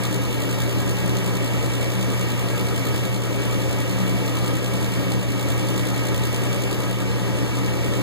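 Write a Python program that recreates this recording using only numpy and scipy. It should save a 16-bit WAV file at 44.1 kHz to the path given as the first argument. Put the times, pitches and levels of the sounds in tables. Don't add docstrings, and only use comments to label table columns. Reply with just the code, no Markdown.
import sys
import numpy as np
from scipy import signal
from scipy.fft import rfft, irfft, next_fast_len
from scipy.io import wavfile
from scipy.ndimage import uniform_filter1d, map_coordinates

SR = 44100
rng = np.random.default_rng(int(sys.argv[2]) if len(sys.argv) > 2 else 0)


def put_to_file(sound):
    columns = np.atleast_2d(sound).T
    safe = np.clip(columns, -1, 1)
    whole_steps = np.round(safe * 32767)
    wavfile.write(sys.argv[1], SR, whole_steps.astype(np.int16))


N = 353682

# [f/Hz, density/(dB per Hz)]
AIR_SPECTRUM = [(20, -57), (45, -61), (60, -51.5), (160, -56), (230, -80), (430, -63), (600, -66),
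                (760, -71.5), (1100, -72.5), (1500, -70), (2450, -79), (3700, -78), (6000, -76),
                (10000, -84.5), (15500, -87)]
# [f/Hz, width/Hz, peak density/(dB per Hz)]
DUCT_RESONANCES = [(82, 15.5, -44), (129.7, 12, -42), (183.5, 19, -44.5), (198.1, 14.7, -44),
                   (236.6, 36, -52), (276, 24, -45.5), (310, 46, -47.5), (357, 48, -57), (392.8, 30, -51),
                   (403, 5.6, -48.5), (464.4, 37, -55), (525, 120, -55.5), (590, 43, -61), (679, 21, -60.5),
                   (725, 18, -64.5), (805, 61, -67), (873, 40, -62), (918, 21, -65), (1007, 62, -67)]
# [f/Hz, width/Hz, peak density/(dB per Hz)]
CABINET_RESONANCES = [(1148, 30, -65), (1206, 30, -64), (1258, 28, -60), (1330, 45, -65), (1643, 30, -60),
                      (1740, 35, -66), (1890, 180, -65), (1925, 30, -66), (2180, 200, -67),
                      (2270, 110, -64), (2676, 373, -67.5), (2899, 90, -66.4), (3095, 162, -71.8),
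                      (3406, 545, -71.3), (4169, 111, -72.2), (4620, 119, -78.7), (5718, 220, -78.3),
                      (6703, 512, -81.4), (7610, 200, -81), (8850, 600, -76.5), (9494, 337, -83.2),
                      (12058, 481, -84.9), (14875, 252, -85.6)]
# [t/s, depth/dB]
FLOW_DIPS = [(3.2, 2), (4.65, 1), (5.25, 1.5), (6.98, 1.5)]
DIP_S = 0.12
FLOW_WAVER_DB, FLOW_WAVER_HZ = 0.19, 5

PULL_HZ, SHAFT_HZ = 119.984, 54.676
PULL_S, SHAFT_S = .0012, .0148
# [multiple of PULL_HZ, rms level/dB]
PULL_TONES = [(1, -19), (3, -47), (6, -56), (8, -55), (9, -58)]
# [multiple of SHAFT_HZ, rms level/dB]
SHAFT_TONES = [(1, -38), (2, -41), (3, -48), (4, -47), (6, -44), (12, -55), (18, -59), (22, -59), (24, -60),
               (34, -57)]

# [delay/cycles, shaft angle/turns, relative level/dB]
PANEL_CONTACTS = [(.045, .045, 0), (.115, .07, -4), (.185, .12, -2), (.27, .19, -7), (.41, .26, -13),
                  (.54, .3, -11), (.62, -.25, -15)]
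# [t/s, relative level/dB]
RATTLE_LEVEL = [(0.047, 1.5), (0.141, 1), (0.235, -3), (0.329, 0.5), (0.423, 2), (0.517, 1), (0.612, 2),
                (0.706, 0), (0.8, 0), (0.894, 1), (0.988, -1), (1.082, 0.4), (1.176, 1), (1.27, 0.5),
                (1.364, 2), (1.458, 1), (1.552, -4.6), (1.646, -0.0), (1.74, 1), (1.834, 1.3), (1.928, -1),
                (2.022, 1.3), (2.116, -3), (2.21, 2), (2.305, 0), (2.399, 1.4), (2.493, -2), (2.587, 3),
                (2.681, -0.5), (2.775, 0.5), (2.869, 1), (2.963, 0.5), (3.057, -1), (3.151, 1.0),
                (3.245, 0), (3.339, -3), (3.433, -1), (3.527, -0.5), (3.621, -1), (3.715, 0), (3.809, -1),
                (3.903, 0.0), (3.998, -2), (4.092, -1.3), (4.186, -6.7), (4.28, 2.5), (4.374, 0),
                (4.468, 2.1), (4.562, -1), (4.656, 1), (4.75, 1), (4.844, -1), (4.938, 0), (5.032, -5.2),
                (5.126, 1.5), (5.22, -1), (5.314, -1), (5.408, 0), (5.502, 1), (5.596, -1), (5.691, 0.5),
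                (5.785, 3), (5.879, 1.5), (5.973, -2), (6.067, 2.4), (6.161, 2), (6.255, 2.6), (6.349, 2),
                (6.443, 0), (6.537, 0.7), (6.631, 0.5), (6.725, 1.3), (6.819, -1.2), (6.913, -0.9),
                (7.007, -1), (7.101, -9.1), (7.195, -9.1), (7.289, -9.1), (7.384, -2), (7.478, -5),
                (7.572, 0), (7.666, -2), (7.76, -4), (7.854, -2), (7.948, -1)]
# [f/Hz, share (0-1)]
RATTLE_SHARE = [(1800, 0.01), (2900, 0.04), (4100, 0.43), (5500, 0.09), (7200, 0.51), (8800, 0.56),
                (11000, 0.15), (12500, 0.25), (14800, 0.6)]
GAP = .42
STIFFEN = .65
TICK_T60_S, TICK_RISE_S = 0.0031, .0002
RING_T60_S, RING_DB = 0.055, -19

# [t/s, rms level/dB]
BOOM_LEVEL = [(0.0, -31), (0.25, -53), (0.5, -42), (0.75, -55), (1.0, -35), (1.25, -33.5), (1.5, -39),
              (1.75, -46), (2.0, -34), (2.26, -40), (2.51, -32.5), (2.76, -40), (3.01, -40), (3.26, -36),
              (3.51, -46), (3.76, -42), (4.01, -29.5), (4.26, -40), (4.51, -42), (4.76, -35.5), (5.01, -36),
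              (5.26, -42), (5.51, -44), (5.76, -36), (6.02, -41), (6.27, -48.5), (6.52, -37), (6.77, -42),
              (7.02, -38), (7.27, -43), (7.52, -43), (7.77, -33.5), (8.02, -43)]
BOOM_HZ, BOOM_WANDER_HZ, BOOM_DB = 185, 4.08, 8.5

# [t/s, relative level/dB]
TREBLE_LEVEL = [(0, 0), (1.5, -1.2), (3, 0), (3.3, -1.2), (5, -1), (5.2, -1.5), (6.3, -1), (6.8, -1),
                (7.1, -3), (7.8, -3.5), (8.02, -1)]
TREBLE_HZ = 10500
# [f/Hz, relative level/dB, likeness (0-1), phase lead/rad]
FAR_PORT = [(30, 2, .98, 0), (48, 2, .96, -0.3), (55, -2.5, 1, 1.5), (64, -1, 0.98, 1.7),
            (126, -3.5, 0.84, 0.1), (300, -8, 0.97, -0.06), (696, -5, 0.92, -0.67), (1074, -2.5, 0.5, -1),
            (1423, 1.2, 0.64, -3), (2176, -4, 0.47, -3), (2345, -2.5, 0.82, 0.7), (2640, 0.5, 0.47, 1),
            (3380, -2.5, 0.32, 3), (4350, -1, 0.48, -2.5), (6450, -9.5, 0.16, 1.5), (7720, 3.5, 0.34, -1.5),
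            (9000, -1, 0.4, 2.5), (10800, -1, 0, -1.5), (14000, 4, 0.1, 2), (14700, 2.5, 0.8, -0.3),
            (15500, -1, 0.95, 2.5)]
WIDEN_S = 16 / SR
ROLL_OFF_HZ, ROLL_OFF_DB_PER_KHZ, TOP_HZ = 15470, 140, 15725


def air():
    spectrum = signal.stft(rng.standard_normal((2, N + 512)), nperseg=512)[2]
    patches = uniform_filter1d(rng.standard_normal(spectrum.shape[1:]), 8, 0)
    patches = uniform_filter1d(patches, 10, 1)
    patchy = spectrum * amp(0.81 * unit(patches))
    noise = signal.istft(patchy, nperseg=512)[1][:, :N]
    rush = filtered(unit(noise), lambda hz: furnace(hz) * np.sqrt(1 - rattling(hz)))
    return flow() * ports(*rush)


def flow():
    t = np.arange(N) / SR
    dips_db = sum(depth * np.exp(-((t - middle) / DIP_S) ** 2) for middle, depth in FLOW_DIPS)
    return amp(FLOW_WAVER_DB * wobble(FLOW_WAVER_HZ) - dips_db)


def furnace(hz):
    peaks = sum(amp(2 * db) / (1 + (2 * (hz - centre) / width) ** 2) ** 2
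                for centre, width, db in DUCT_RESONANCES + CABINET_RESONANCES)
    density = amp(2 * along(AIR_SPECTRUM, hz)) + peaks
    return np.sqrt(SR / 2 * density)


def motor():
    t = np.arange(N) / SR
    tones = [(k * PULL_HZ, db) for k, db in PULL_TONES]
    tones += [(k * SHAFT_HZ, db) for k, db in SHAFT_TONES]
    hum = np.zeros(N)
    for hz, db in tones:
        peak = np.sqrt(2) * amp(db + 0.41 * wobble(3.11))
        hum += peak * np.cos(2 * np.pi * (hz * t + rng.random()))
    return ports(hum, 0 * hum)


def panel():
    blows = panel_blows() * looseness()
    t = np.arange(2048) / SR
    decay = amp(-60 * t / TICK_T60_S) + amp(RING_DB - 60 * t / RING_T60_S)
    shape = (1 - np.exp(-t / TICK_RISE_S)) * decay
    tick = shape * rng.standard_normal((2, len(t)))
    repeat = signal.fftconvolve(blows[None], tick, axes=1)[:, :N]
    fresh = signal.fftconvolve(blows, shape)[:N] * rng.standard_normal((2, N))
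    rattle = unit(0.82 * repeat + fresh)
    return ports(*filtered(rattle, lambda hz: furnace(hz) * np.sqrt(rattling(hz))))


def panel_blows():
    cycle = PULL_S + np.arange(int(N / SR * PULL_HZ)) / PULL_HZ
    blows = np.zeros(N + SR)
    for delay, angle, db in PANEL_CONTACTS:
        times = cycle + delay / PULL_HZ
        chance = rng.standard_normal((len(times), 2))
        push = np.cos(2 * np.pi * (SHAFT_HZ * (times - SHAFT_S) - angle))
        excess = np.maximum(push - GAP + 0.15 * chance[:, 0], 0)
        force = excess ** STIFFEN * amp(db + 1.5 * chance[:, 1])
        np.add.at(blows, np.round(times * SR).astype(int), force)
    return blows[:N]


def looseness():
    return amp(over_time(RATTLE_LEVEL))


def rattling(hz):
    return np.clip(along(RATTLE_SHARE, hz), 0, .9)


def boom():
    level_db = over_time(BOOM_LEVEL) + BOOM_DB + 1.4 * wobble(12)
    pitch_hz = BOOM_HZ + BOOM_WANDER_HZ * wobble(16)
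    tone = np.sqrt(2) * amp(level_db) * np.cos(2 * np.pi * np.cumsum(pitch_hz) / SR)
    return ports(tone, 0 * tone)


def dulled(x):
    top = filtered(x, lambda hz: 1 / (1 + (TREBLE_HZ / (hz + 1)) ** 6))
    return x + top * (amp(over_time(TREBLE_LEVEL)) - 1)


def ports(near, other):
    def gain(hz):
        return amp(along(FAR_PORT, hz))

    def alike(hz):
        return np.clip(along(FAR_PORT, hz, axis=2), 0, 1)

    same = filtered(near, lambda hz: gain(hz) * alike(hz) * np.exp(1j * along(FAR_PORT, hz, axis=3)))
    separate = filtered(other, lambda hz: gain(hz) * np.sqrt(1 - alike(hz) ** 2))
    return np.array([near, same + separate])


def amp(db):
    return 10 ** (np.asarray(db) / 20)


def unit(x):
    return x / np.sqrt(np.mean(x ** 2) + 1e-20)


def along(points, hz, axis=1):
    table = np.transpose(points)
    return np.interp(np.log(hz + 1), np.log(table[0] + 1), table[axis])


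def over_time(points):
    return np.interp(np.arange(N) / SR, *np.transpose(points))


def wobble(rate):
    knots = rng.standard_normal(int(N * rate / SR) + 4)
    return map_coordinates(knots, [np.arange(N) * rate / SR])


def filtered(x, response):
    m = next_fast_len(N + 8192)
    return irfft(rfft(x, m) * response(np.fft.rfftfreq(m, 1 / SR)), m)[..., :N]


def scene():
    return dulled(air() + panel()) + boom() + motor()


def record(dry):
    late = filtered(dry[::-1], lambda hz: .89 * np.exp(-2j * np.pi * hz * WIDEN_S))

    def band(hz):
        edge_db = -ROLL_OFF_DB_PER_KHZ * np.maximum(hz - ROLL_OFF_HZ, 0) / 1000
        return amp(edge_db) * (hz < TOP_HZ)

    return filtered(dry - late, band)


dry = scene()
out = record(dry)
put_to_file(out)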